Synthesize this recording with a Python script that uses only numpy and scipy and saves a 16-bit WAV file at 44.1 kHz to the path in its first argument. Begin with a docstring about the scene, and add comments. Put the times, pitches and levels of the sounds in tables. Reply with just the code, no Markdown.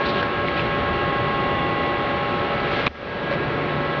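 """An office copier idles close to the microphone: cooling air rushes and rings the cabinet's cavities,
two small rotors whine and beat, mains and fans hum. Paper slides, ticks and taps on its top.
One sharp plastic click overloads the microphone, whose gain control ducks and recovers;
a low drone then joins the hum."""
import sys
import numpy as np
from scipy import signal
from scipy.io import wavfile
from scipy.ndimage import uniform_filter1d

SR = 44100
rng = np.random.default_rng(int(sys.argv[2]) if len(sys.argv) > 2 else 0)


def bounce(signal):
    """Save signal as a 16-bit WAV file at the path given by the first command-line argument."""
    frames = np.transpose(np.atleast_2d(signal))
    limited = np.clip(frames, -1, 1)
    pcm = np.round(limited * 32767).astype(np.int16)
    wavfile.write(sys.argv[1], SR, pcm)


N = 176400
TIME = np.arange(N) / SR


def from_db(db):
    """Decibels to gain."""
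    return 10 ** (np.asarray(db) / 20)


def unit_rms(x):
    """Scale to rms 1."""
    return x / np.sqrt(np.mean(x ** 2) + 1e-20)


def curves(rows):
    """Each column after t/s, interpolated to every sample."""
    times, *columns = np.transpose(rows)
    return [np.interp(TIME, times, column) for column in columns]


def drift(corner_hz):
    """Slow random wander, rms 1."""
    step, warmup = 40, 2000
    pole = np.exp(-2 * np.pi * corner_hz * step / SR)
    white = rng.standard_normal(N // step + warmup + 2)
    slow = signal.lfilter([1], [1, -2 * pole, pole ** 2], white)[warmup:]
    return np.interp(np.arange(N) / step, np.arange(len(slow)), unit_rms(slow))


def impulse(at_s, db):
    """One contact, one sample long."""
    return from_db(db) * (np.arange(N) == int(at_s * SR))


def ring(hits, hz, t60_s):
    """One mode: a unit impulse starts a decaying sine of height 1."""
    pole, angle = from_db(-60 / (t60_s * SR)), 2 * np.pi * hz / SR
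    return signal.lfilter([0, np.sin(angle)], [1, -2 * pole * np.cos(angle), pole ** 2], hits + 1e-18)


def resonate(x, hz, width_hz):
    """Two-pole band-pass."""
    pole, angle = np.exp(-np.pi * width_hz / SR), 2 * np.pi * hz / SR
    return signal.lfilter([1, 0, -1], [1, -2 * pole * np.cos(angle), pole ** 2], x)


def low_pass(x, hz, order):
    """Butterworth low-pass."""
    return signal.sosfilt(signal.butter(order, hz, fs=SR, output="sos"), x)


def tone(hz, db, flutter_db=1.7, wobble_rad=.39):
    """A sine whose level and phase waver in the moving air."""
    phase = 2 * np.pi * np.cumsum(hz * np.ones(N)) / SR
    if wobble_rad:
        phase += wobble_rad * drift(corner_hz=2.7)
    return np.sqrt(2) * from_db(db + flutter_db * drift(corner_hz=15)) * np.sin(phase)


# Cooling air spectrum: f/Hz, relative density/dB
AIR_SPECTRUM = [(25, -17.5), (45, -12), (75, -3), (105, -6), (140, 1), (240, -1), (380, 3), (520, 0.5),
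                (700, -3.5), (1100, -4.5), (1600, -6.5), (2300, -8.5), (3200, -14), (4000, -21),
                (5000, -37.5), (6000, -55.5), (7000, -56)]
# Air gain at the microphone: t/s, rumble/dB, body/dB, treble/dB
AIR_GAINS = [(0, -19, -23.5, -23.5), (.35, -20.5, -27, -25.5), (.7, -17.5, -27, -25),
             (1.6, -19, -25.5, -26), (2.2, -22, -26, -25.5), (2.8, -19.5, -26, -23.5),
             (3.45, -20.5, -24, -26.5), (4, -25, -25.5, -26.5)]


def cooling_air(rumble_hz=107, body_hz=350, treble_hz=2240, flicker_db=.5):
    """Turbulence from the vents, in third-octave bands that each flicker a little."""
    edges_hz = 22 * 2 ** np.arange(0, 8.6, 1 / 3)
    white = rng.standard_normal((2, N))
    gains_db = np.array(curves(AIR_GAINS))
    spectrum_hz, spectrum_db = np.transpose(AIR_SPECTRUM)
    log_anchors = np.log([rumble_hz, body_hz, treble_hz])
    steady, out = 0, 0
    for k, (low, high) in enumerate(zip(edges_hz, edges_hz[1:])):
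        log_centre = np.log(low * high) / 2
        density_db = np.interp(log_centre, np.log(spectrum_hz), spectrum_db)
        band = signal.sosfilt(signal.butter(3, [low, high], "band", fs=SR, output="sos"), white[k % 2])
        band *= from_db(density_db + flicker_db * drift(corner_hz=11))
        shares = np.array([np.interp(log_centre, log_anchors, row) for row in np.eye(3)])
        steady += band
        out += band * from_db(shares @ gains_db)
    return out / np.std(steady)


# Cabinet cavities: f/Hz, nominal width/Hz, level/dB
CAVITY_MODES = [(346.8, 19, -42), (406.3, 15, -44), (465, 28, -44.5), (760.5, 14, -46), (1238, 71, -44.5),
                (2190, 66, -49.5), (2777, 66, -47), (3310, 210, -49.5)]
# Cavity gain at the microphone: t/s, gain/dB
CAVITY_GAIN = [(0, -6), (.8, 3.5), (1.6, 6), (2.4, 1.5), (3.4, -8), (4, -11)]


def cavities():
    """Air rings the hollow cabinet: narrow humps of noise."""
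    gain_db, = curves(CAVITY_GAIN)
    humps = 0
    for hz, width_hz, db in CAVITY_MODES:
        broad = resonate(rng.standard_normal(N), hz, 2 * width_hz)
        narrow = resonate(broad, hz, 2 * width_hz)
        humps += from_db(db) * unit_rms(narrow)
    return from_db(gain_db) * humps


# Fast rotor speed: t/s, f/Hz
FAST_SPEED = [(0, 327.2), (.3, 327.45), (1.05, 327.72), (2, 327.5), (3.4, 327.66), (4, 328.1)]
# Slow rotor whines: t/s, harmonic 3 level/dB, harmonic 4 level/dB
SLOW_HARMONICS = [(0.099, -37, -30), (0.5, -40.5, -32), (0.998, -35, -30), (1.5, -31.5, -28),
                  (2.0, -33, -31.5), (2.35, -32.5, -31), (2.651, -35.5, -40.5), (3.4, -51, -37.5),
                  (3.9, -38.5, -34.5)]
# Fast rotor whines: t/s, harmonic 4 level/dB, harmonic 6 level/dB
FAST_HARMONICS = [(.1, -39.5, -59.5), (.5, -36, -40), (1, -37, -39), (1.502, -52, -35.5), (2, -42.5, -37),
                  (2.35, -36.5, -43.5), (2.65, -35, -42.5), (3.399, -46, -46.5), (3.899, -36.5, -40.5)]
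# Beating whines: t/s, slow harmonic 6 level/dB, fast harmonic 5 level/dB
BEATING_PAIR = [(0, -38, -34.5), (.7, -39, -37.5), (1.25, -39, -37), (1.5, -44, -44), (2.1, -42, -41),
                (2.45, -47, -47), (2.75, -53, -37), (3.35, -45, -33), (3.6, -52, -40), (4, -50, -34.5)]
# Faint steady whines: f/Hz, level/dB
FAINT_TONES = [(1360, -45.5), (1497, -53), (2224, -49.5), (2293.5, -48), (2448, -56.5), (2992, -54.5),
               (3808, -55.5), (3944, -56)]


def rotors(slow_hz=271.95):
    """Two rotors whine at harmonics of their speeds, swelling and fading as the microphone moves."""
    fast_hz, = curves(FAST_SPEED)
    pitches_hz = [3 * slow_hz, 4 * slow_hz, 4 * fast_hz, 6 * fast_hz]
    pitches_hz += [6 * slow_hz, 5 * fast_hz]  # nearly meet, so they beat
    levels_db = curves(SLOW_HARMONICS) + curves(FAST_HARMONICS) + curves(BEATING_PAIR)
    whines = sum(tone(hz, db, flutter_db=.5, wobble_rad=0) for hz, db in zip(pitches_hz, levels_db))
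    return whines + sum(tone(hz, db) for hz, db in FAINT_TONES)


# Mains and fan tones: f/Hz, level/dB
HUM_TONES = [(120, -46.5), (258, -44), (360.5, -39.5), (573.4, -33.5), (591, -45.5), (721, -43.5)]


def hum():
    """Steady low tones of the mains and the big fans."""
    return sum(tone(hz, db) for hz, db in HUM_TONES)


# Paper slides: centre t/s, sigma/s, level/dB, f/Hz
PAPER_SLIDES = [(.065, 0.0093, -32.5, 3930), (.098, 0.016, -32, 3600), (.18, 0.044, -34, 3140),
                (.59, 0.023, -32.5, 2600), (2.73, 0.017, -29, 2030), (2.8, 0.058, -31, 1960),
                (2.866, 0.0036, -24, 2490), (3.328, 0.018, -27, 1600)]


def paper_slides(grains_per_s=1800, grain_spread_db=3):
    """Sliding paper: dense friction grains in one broad resonance."""
    out = 0
    for centre_s, sigma_s, db, hz in PAPER_SLIDES:
        sizes = from_db(grain_spread_db * np.minimum(rng.exponential(1, N), 4))
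        signs = rng.choice([-1, 1], N)
        grains = sizes * signs * (rng.random(N) < grains_per_s / SR)
        rub = low_pass(resonate(grains, hz, width_hz=1100), hz=4220, order=6)
        swell = np.exp(-.5 * ((TIME - centre_s) / sigma_s) ** 2)
        out += from_db(db) * unit_rms(rub) * swell
    return out


# Paper edge ticks: t/s, level before low-pass/dB, f/Hz
PAPER_TICKS = [(.085, -30, 4400), (.092, -25, 4300), (.174, -34, 4000), (.229, -28, 4500),
               (.476, -30, 2700), (.484, -25.5, 2000), (.574, -24.5, 2400), (.594, -24.5, 2500)]


def paper_ticks(decay_s=.005):
    """The paper's edge snaps: abrupt, dry bursts of noise."""
    out = 0
    for at_s, db, hz in PAPER_TICKS:
        crackle = unit_rms(resonate(rng.standard_normal(N), hz, width_hz=1100))
        envelope = (TIME >= at_s) * np.exp(-np.abs(TIME - at_s) / decay_s)
        out += from_db(db) * crackle * envelope
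    return low_pass(out, hz=4150, order=7)


# Taps on the top: t/s, level/dB, f/Hz, t60/s
HANDLING_TAPS = [(.228, -12, 1630, 0.034), (0.484, -12, 2170, 0.01), (.594, -15.5, 2690, 0.026),
                 (2.892, -15, 75, .25), (2.906, -10, 227.1, 0.036), (2.972, -23, 310, 0.027),
                 (3.029, -11.5, 500, 0.016), (3.313, -16, 555, 0.085)]


def taps():
    """Soft handling knocks, each ringing one mode."""
    knocks = sum(ring(impulse(at_s, db), hz, t60_s) for at_s, db, hz, t60_s in HANDLING_TAPS)
    return low_pass(knocks, hz=4200, order=7)


# Click and rebounds: t/s, drive level/dB
CLICK_HITS = [(2.8674, 4), (2.8682, -2.5), (2.8762, -3), (2.881, -13)]
# Plastic modes: f/Hz, gain/dB, t60/s
PLASTIC_MODES = [(173, -18.5, 0.019), (1056, -15.5, 0.014), (2150, -14, 0.01), (2470, -10.5, 0.0098),
                 (3750, -13, 0.0037)]


def click():
    """A hard snap and its rebounds ring the plastic's modes, alternate ones inverted."""
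    hits = sum(impulse(at_s, db) for at_s, db in CLICK_HITS)
    plastic = 0
    for k, (hz, db, t60_s) in enumerate(PLASTIC_MODES):
        plastic += (-1) ** k * from_db(db) * ring(hits, hz, t60_s)
    return low_pass(plastic, hz=4400, order=8)


def drone(start_s=3.26, rise_s=.06, final_hz=148.3, sharp_hz=9, settle_s=.14):
    """A low tone enters slightly sharp and sinks to its pitch."""
    age_s = np.maximum(TIME - start_s, 0)
    pitch_hz = final_hz + sharp_hz * np.exp(-age_s / settle_s)
    return np.minimum(age_s / rise_s, 1) * tone(pitch_hz, db=-32)


def scene():
    """The copier and the handling on its top, mono."""
    idle = cooling_air() + cavities() + rotors() + hum()
    handling = paper_slides() + paper_ticks() + taps() + click()
    return (idle + handling + drone())[None]


def gain_control(x, threshold_rms=.27, sense_s=.002, depth_db=18.7,
                 lag_s=.014, attack_s=.0037, hold_s=.027, release_s=.16):
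    """An overload makes the gain drop a moment later, hold, and creep back."""
    overloaded = uniform_filter1d(x ** 2, int(sense_s * SR)) > threshold_rms ** 2
    since_overload_s = TIME - np.maximum.accumulate(np.where(overloaded, TIME, -10))
    duck_db = depth_db * np.exp(-np.maximum(since_overload_s - hold_s, 0) / release_s)
    duck_db = uniform_filter1d(duck_db, int(attack_s * SR))
    delayed_db = np.interp(TIME - lag_s, TIME, duck_db)
    return x * from_db(-delayed_db)


def record(dry):
    """Microphone chain: gain control, soft clipping, circuit hiss, steep low-pass."""
    ceiling, hiss_db, cutoff_hz = 1.1, -54.5, 6900
    clipped = ceiling * np.tanh(gain_control(dry[0]) / ceiling)
    hiss = from_db(hiss_db) * unit_rms(low_pass(rng.standard_normal(N), hz=5000, order=8))
    band_limit = signal.ellip(10, .3, 80, cutoff_hz, fs=SR, output="sos")
    return signal.sosfilt(band_limit, clipped + hiss)[None]


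dry = scene()
out = record(dry)
bounce(out)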